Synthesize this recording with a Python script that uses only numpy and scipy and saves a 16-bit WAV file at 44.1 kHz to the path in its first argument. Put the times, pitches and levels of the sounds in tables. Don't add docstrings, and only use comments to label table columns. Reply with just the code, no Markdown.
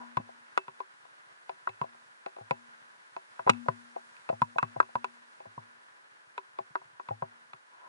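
import sys
import numpy as np
from scipy import signal
from scipy.fft import rfft, irfft
from scipy.io import wavfile

SR = 44100
rng = np.random.default_rng(int(sys.argv[2]) if len(sys.argv) > 2 else 0)


def dump(signal):
    limited = np.clip(np.atleast_2d(signal).T, -1, 1)
    pcm = np.round(limited * 32767).astype(np.int16)
    wavfile.write(sys.argv[1], SR, pcm)


N = 347508

# start_s, clack_db (drive near 1 kHz), then relative to it
# edge_db (edge hit, upper clack), hardness_db (walls, metal and crack), flat_db (flat hit, dull body)
KNOCK_BLOWS = [(.1701, -24.5, 2.5, -9, -3), (.1977, -52.5, -6, -23, 15), (.289, -55.5, -22, -15, 11),
               (.5756, -28.5, 11.5, 4, -5), (.6807, -39.5, 2.5, -7, 0), (.8029, -33, -7, -14, -2),
               (1.051, -59, 0, -13, 8), (1.4937, -38.5, 1.5, -1.5, 5), (1.6726, -29, 7.5, -14.5, -6.5),
               (1.6915, -48.5, 0, 4.5, 7), (1.8141, -29.5, -1, -10, -3.5), (1.8395, -44, -7, -12, 10),
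               (1.946, -60.5, -10, -12, 6), (2.2615, -41, 9.5, -0.5, 10), (2.364, -54, 4, -1, 10.5),
               (2.3833, -52, 1, -15, 14), (2.4074, -65, 12, -3, 25), (2.5091, -28.5, 1.5, -1.5, 3),
               (3.1644, -35.5, -2.5, -7.5, 1), (3.393, -34.5, 3.5, -14, -2), (3.464, -46, 0, -3, 20),
               (3.4739, -22.5, -1, -23, -1), (3.4807, -26.5, -5, -15, 2), (3.494, -30, 21, 9, 5),
               (3.4976, -29.5, 10, 13.5, 0), (3.5126, -51, -7, -13, -8), (3.5345, -61.5, 8, 16, 9),
               (3.5464, -60, 12, 6, 5), (3.6593, -55, -11, -11, 17.5), (3.6845, -19.5, 2.5, -16, -6),
               (3.9616, -45.5, -1, -10, 14), (4.1665, -72, 2, 23, -2), (4.2903, -39.5, 7.5, 1, 0),
               (4.297, -43, 9, -4, 23), (4.3262, -47, 0, -16, 16), (4.418, -20.5, 1, -10.5, -28),
               (4.558, -48, -15, -12, 17.5), (4.5836, -21, 6.5, -7.5, -29), (4.6278, -22.5, 2, -11, -10.5),
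               (4.6464, -56.5, -3, -0.5, -6), (4.7613, -44.5, 0, -22, 16), (4.8015, -18, 10, -15, -14.5),
               (4.8272, -40.5, 2, -7, -2), (4.8884, -59, -8, -6, 11), (4.954, -25.5, 2.5, -13.5, -7.5),
               (5.0436, -30.5, 6, -1.5, -6.5), (5.4024, -56, -6, 0, 15), (5.4541, -55, -8, -11, 12),
               (5.5776, -37.5, -11, -27, -3.5), (6.3786, -33.5, 4.5, -3.5, -7.5),
               (6.5873, -36.5, -2.5, -6, 8.5), (6.7543, -29.5, 9, -14, -7), (6.8155, -53.5, 1, -24, 4),
               (6.9973, -38, -0.5, -16, -6.5), (7.0869, -41.5, 7, -2, -3), (7.107, -44.5, 0, -27, 18),
               (7.2221, -28, -4.5, -22, -1.5), (7.533, -46, 8.5, 2.5, -6)]
# start_s, thud_db (drive), then relative to it deep_swing_db, lasting_ring_db
MOUNT_JOLTS = [(0.1702, -39, -13, -7.5), (.1977, -69, -6, 21.5), (0.6813, -57, -17, -13),
               (1.6915, -62, 7.5, -10), (1.8134, -40, -15, -17), (2.4074, -57.5, 4, -10.5),
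               (2.5089, -39.5, -13, -14.5), (3.394, -61, -6, -5), (3.464, -42, -14, -10),
               (3.4793, -65, 12.5, -2), (3.493, -58.5, -8, 14.5), (3.4977, -47.5, 4, 16),
               (3.6845, -32.5, -14, -32), (3.9608, -77, -7, 10), (4.298, -46.5, -21, -7.5),
               (4.3276, -63.5, 14, 11), (4.418, -35.5, -10.5, -10), (4.558, -50, -16, -23),
               (4.6281, -35.5, -7, -11), (4.6463, -49, -16, -22), (4.7618, -44.5, -5, -13),
               (4.954, -36, -15, -12.5), (5.464, -65.5, 11.5, -2.5), (5.5769, -47, -9, -10.5),
               (6.606, -60, -12, -14), (6.705, -65, -11, -16), (6.855, -68, -10, -18),
               (6.93, -70, -10, -20), (7.0873, -55, -20, -9), (7.106, -44, 2, -10), (7.2218, -39, -11, -16),
               (7.54, -63, -15, -15)]
REGION_LIMITS_HZ = [870, 1150, 80, 114, 114, 170, 200, 300, 300, 450, 450, 870, 1150, 2000, 2000, 5200,
                    2600, 2650]
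# frequency_hz, t60_s, left_db, right_db, right_sign (+1 or -1)
CASE_MODES = [(107.6, 0.21, 4, 0.5, 1), (144, 0.047, 7.5, 3, 1), (240.3, 0.89, -3, -31, 1),
              (233.8, 0.04, 10, 13, 1), (381, .12, -4, 2.5, 1), (538.3, 0.047, 2.5, -5, -1),
              (665.5, 0.078, 4.5, 1.5, -1), (763, 0.026, 7.5, 2.5, -1), (819, 0.08, 2.5, 0.5, -1),
              (962.4, 0.07, 1, 5, -1), (1001, 0.037, 12, -0.5, 1), (1100, 0.035, 14, 7, -1),
              (1245, 0.0063, 15, 9.5, -1), (1450, 0.0094, 8, 0, -1), (1443, 0.014, -8, 1, -1),
              (1574, .025, -3.5, -7.5, -1), (1933, 0.024, -15, -6, -1), (2157, 0.018, 7.5, 5.5, -1),
              (2540, 0.013, 2.5, 11.5, -1), (2646, 0.23, -7.5, -5.5, -1), (2855, 0.018, -0.5, -24, -1),
              (3553, .02, -4.5, -4, -1), (3913, 0.014, -5, -4, 1), (4180, 0.012, -2.5, -4, -1),
              (4830, 0.015, -6.5, -19.5, 1)]
# time_s, relative_level_db
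RUB_CURVES = [
    [(0, -48), (.04, -59), (.07, -65), (.12, -84)],
    [(7.72, -67), (7.8, -67.5), (7.85, -58), (7.88, -58)],
]
# time_s, rush_db, spray_treble_db
STREAM_LEVELS = [(0.0, -59.5, -68), (0.24, -63, -70), (2.96, -63.5, -69.5), (3.62, -60.5, -66.5),
                 (4.02, -62, -66.5), (4.76, -61.5, -68.5), (5.79, -65, -71), (7.62, -64.5, -72),
                 (7.88, -63.5, -71.5)]
# frequency_hz, relative_density_db (per Hz)
COMMON_SPECTRUM = [(18, -43.5), (30, -32), (91, -33), (125, -20.5), (336, -16), (431, -14), (623, -13),
                   (671, -11.5), (778, -13.5), (859, -8.5), (1340, -10), (1710, -10.5), (3020, -18),
                   (4270, -18.5), (10900, -23)]
# frequency_hz, relative_density_db (per Hz)
OPPOSITE_SPECTRUM = [(18, -78), (30, -47), (305, -19.5), (381, -16.5), (452, -17), (512, -14), (623, -12),
                     (671, -17.5), (778, -9.5), (1050, -10), (1130, -8.5), (1410, -2.5), (1800, -7.5),
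                     (2140, -14.5), (10900, -35)]
# centre_hz, width_hz, boost_db
CASE_COLOURS = [(999, 46, 7), (1613, 470, 6.5)]

HOLLOW_DB, HOLLOW_FOLLOWS = -14.5, 0.54
PING_DB, PING_GROWTH = -14, 0.9
CHOKE_DB, CHOKE_S = -3.5, .004
BUILD_CYCLES, SPOT_DB = 1.11, 2.5
RATTLE_S, RATTLE_DB = 0.0052, -27.5
EARLIER_RING_DB, RUB_GAIN_DB = -43.5, -20.5
WALL_CUT_HZ = 302
LEFT_LAG_SAMPLES = 2
CRACK_T60_S, CRACK_DB, CRACK_GROWTH = 0.016, -1, 1.34
FIZZ_S, FIZZ_DB = 0.024, -35.0
BUMPS_PER_S, BUMP_DB, BUMP_HZ = 14, -76.5, 130.9
SIDE_DB, SPLIT_HZ = 6.5, 3780
BUBBLES_PER_S, BUBBLE_DB, BUBBLE_CYCLES = 31, -68, 22
BASS_CUT_HZ, CUTOFF_HZ, CEILING = 114, 11050, .97


def amp(db):
    return 10 ** (np.asarray(db) / 20)


def rms_one(x):
    return x / np.sqrt(np.mean(x ** 2) + 1e-20)


def ring(force, hz, t60):
    r, w = amp(-60 / (t60 * SR)), 2 * np.pi * hz / SR
    return signal.lfilter([0, np.sin(w)], [1, -2 * r * np.cos(w), r * r], force + 1e-18)


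def fade(clicks, seconds):
    return signal.lfilter([1], [1, -np.exp(-1 / (seconds * SR))], clicks + 1e-18)


def train(times, level_db):
    clicks = np.zeros(N)
    clicks[np.round(times * SR).astype(int)] = amp(level_db)
    return clicks


def drives():
    start_s, clack, edge, hardness, flat = np.transpose(KNOCK_BLOWS)
    jolt_s, thud, deep, lasting = np.transpose(MOUNT_JOLTS)
    walls = clack + hardness
    pressed = np.abs(start_s[:, None] - jolt_s).min(axis=1) < CHOKE_S
    hollow = clack + HOLLOW_DB + HOLLOW_FOLLOWS * flat + CHOKE_DB * pressed
    return [
        (start_s, clack),
        (jolt_s, thud + deep),
        (jolt_s, thud),
        (jolt_s, thud + lasting),
        (start_s, hollow),
        (start_s, clack + flat),
        (start_s, clack + edge),
        (start_s, walls),
        (start_s, PING_DB + PING_GROWTH * walls),
    ]


def rubbing(grit):
    time = np.arange(N) / SR
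    envelope = np.zeros(N)
    for curve in RUB_CURVES:
        time_s, level_db = np.transpose(curve)
        envelope += amp(np.interp(time, time_s, level_db, left=-120, right=-120))
    return amp(RUB_GAIN_DB) * envelope * grit


def case_ring():
    out, felt = np.zeros((2, N)), drives()
    edges = np.reshape(REGION_LIMITS_HZ, (-1, 2))
    spot = rng.standard_normal((len(KNOCK_BLOWS), len(CASE_MODES)))
    grit = rng.standard_normal(N)
    rub = rubbing(grit)
    wall_cut = signal.butter(3, WALL_CUT_HZ, "high", fs=SR, output="sos")
    for k, (hz, t60, left_db, right_db, sign) in enumerate(CASE_MODES):
        region = np.flatnonzero((edges[:, 0] <= hz) & (hz < edges[:, 1]))[-1]
        times, level_db = felt[region]
        blows = train(times, level_db + SPOT_DB * spot[:len(times), k])
        if t60 > .5:
            blows[0] = amp(EARLIER_RING_DB)
        force = blows + amp(RATTLE_DB) * grit * fade(blows, RATTLE_S)
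        if 600 < hz < 1800:
            force = force + rub
        size = min(round(BUILD_CYCLES * SR / hz), 90) + 2
        smooth_force = signal.lfilter(np.hanning(size) * 3 / size, 1, force)
        wave = (-1) ** k * ring(smooth_force, hz, t60)
        if hz > 450:
            wave = signal.sosfilt(wall_cut, wave)
        out += wave * [[amp(left_db)], [amp(right_db) * np.sign(sign)]]
    out[0] = np.roll(out[0], LEFT_LAG_SAMPLES)
    return out


def cracks():
    times, walls_db = drives()[7]
    clicks = train(times, CRACK_GROWTH * walls_db + CRACK_DB)
    burst = fade(clicks, CRACK_T60_S / np.log(1000))
    fizz = amp(FIZZ_DB) * fade(clicks, FIZZ_S)
    common, own = rng.standard_normal(N), rng.standard_normal((2, N))
    band = signal.butter(2, (4260, 8480), "band", fs=SR, output="sos")
    return signal.sosfilt(band, (burst + fizz) * (0.4 * common + 1.4 * own))


def bumps():
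    struck = rng.random(N) < BUMPS_PER_S / SR
    jolts = struck * amp(BUMP_DB + 2.75 * rng.standard_normal(N))
    soft = signal.sosfilt(signal.butter(2, 250, fs=SR, output="sos"), jolts + 1e-18)
    return ring(soft, BUMP_HZ, 0.09) + ring(soft, 1.2 * BUMP_HZ, 0.055)


def drift(rate_hz):
    step = 40
    r = np.exp(-2 * np.pi * rate_hz * step / SR)
    noise = rng.standard_normal(N // step + 2002)
    slow = signal.lfilter([1], [1, -2 * r, r * r], noise)[2000:]
    return np.interp(np.arange(N) / step, np.arange(len(slow)), rms_one(slow))


def coloured(spectrum, extra_db=0):
    hz = np.maximum(np.fft.rfftfreq(N, 1 / SR), 1)
    point_hz, point_db = np.transpose(spectrum)
    level_db = np.interp(np.log(hz), np.log(point_hz), point_db) + extra_db
    return irfft(rfft(rng.standard_normal(N)) * amp(level_db), N)


def stream():
    time, hz = np.arange(N) / SR, np.fft.rfftfreq(N, 1 / SR)
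    time_s, rush_db, spray_db = np.transpose(STREAM_LEVELS)
    colour_db = sum(boost / (1 + (2 * (hz - centre) / width) ** 2) for centre, width, boost in CASE_COLOURS)
    mid = rms_one(coloured(COMMON_SPECTRUM, colour_db))
    side = amp(SIDE_DB) * rms_one(coloured(OPPOSITE_SPECTRUM))
    both = np.array([mid + side, mid - side])
    low = signal.sosfiltfilt(signal.butter(2, SPLIT_HZ, fs=SR, output="sos"), both)
    high = both - low
    rush = amp(np.interp(time, time_s, rush_db) + 0.68 * drift(1.3) + 0.93 * drift(25.17))
    spray = amp(np.interp(time, time_s, spray_db) + 0.49 * drift(8.5))
    return rush * low + spray * rms_one(high)


def bubbles():
    struck = rng.random(N) < BUBBLES_PER_S / SR
    born = struck * amp(BUBBLE_DB + 3.4 * rng.standard_normal(N))
    pitch = rng.integers(0, 14, N)
    blips = np.zeros(N)
    for k, hz in enumerate(np.geomspace(700, 5000, num=14)):
        blips += ring(born * (pitch == k), hz, BUBBLE_CYCLES / hz)
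    return blips * np.array([[1], [-.6]])


def scene():
    return case_ring() + cracks() + bumps() + stream() + bubbles()


def record(dry):
    dry = signal.sosfilt(signal.butter(2, BASS_CUT_HZ, "high", fs=SR, output="sos"), dry)
    dry = dry / (1 + (dry / CEILING) ** 6) ** (1 / 6)
    return signal.sosfilt(signal.ellip(10, .3, 45, CUTOFF_HZ, fs=SR, output="sos"), dry)


dry = scene()
out = record(dry)
dump(out)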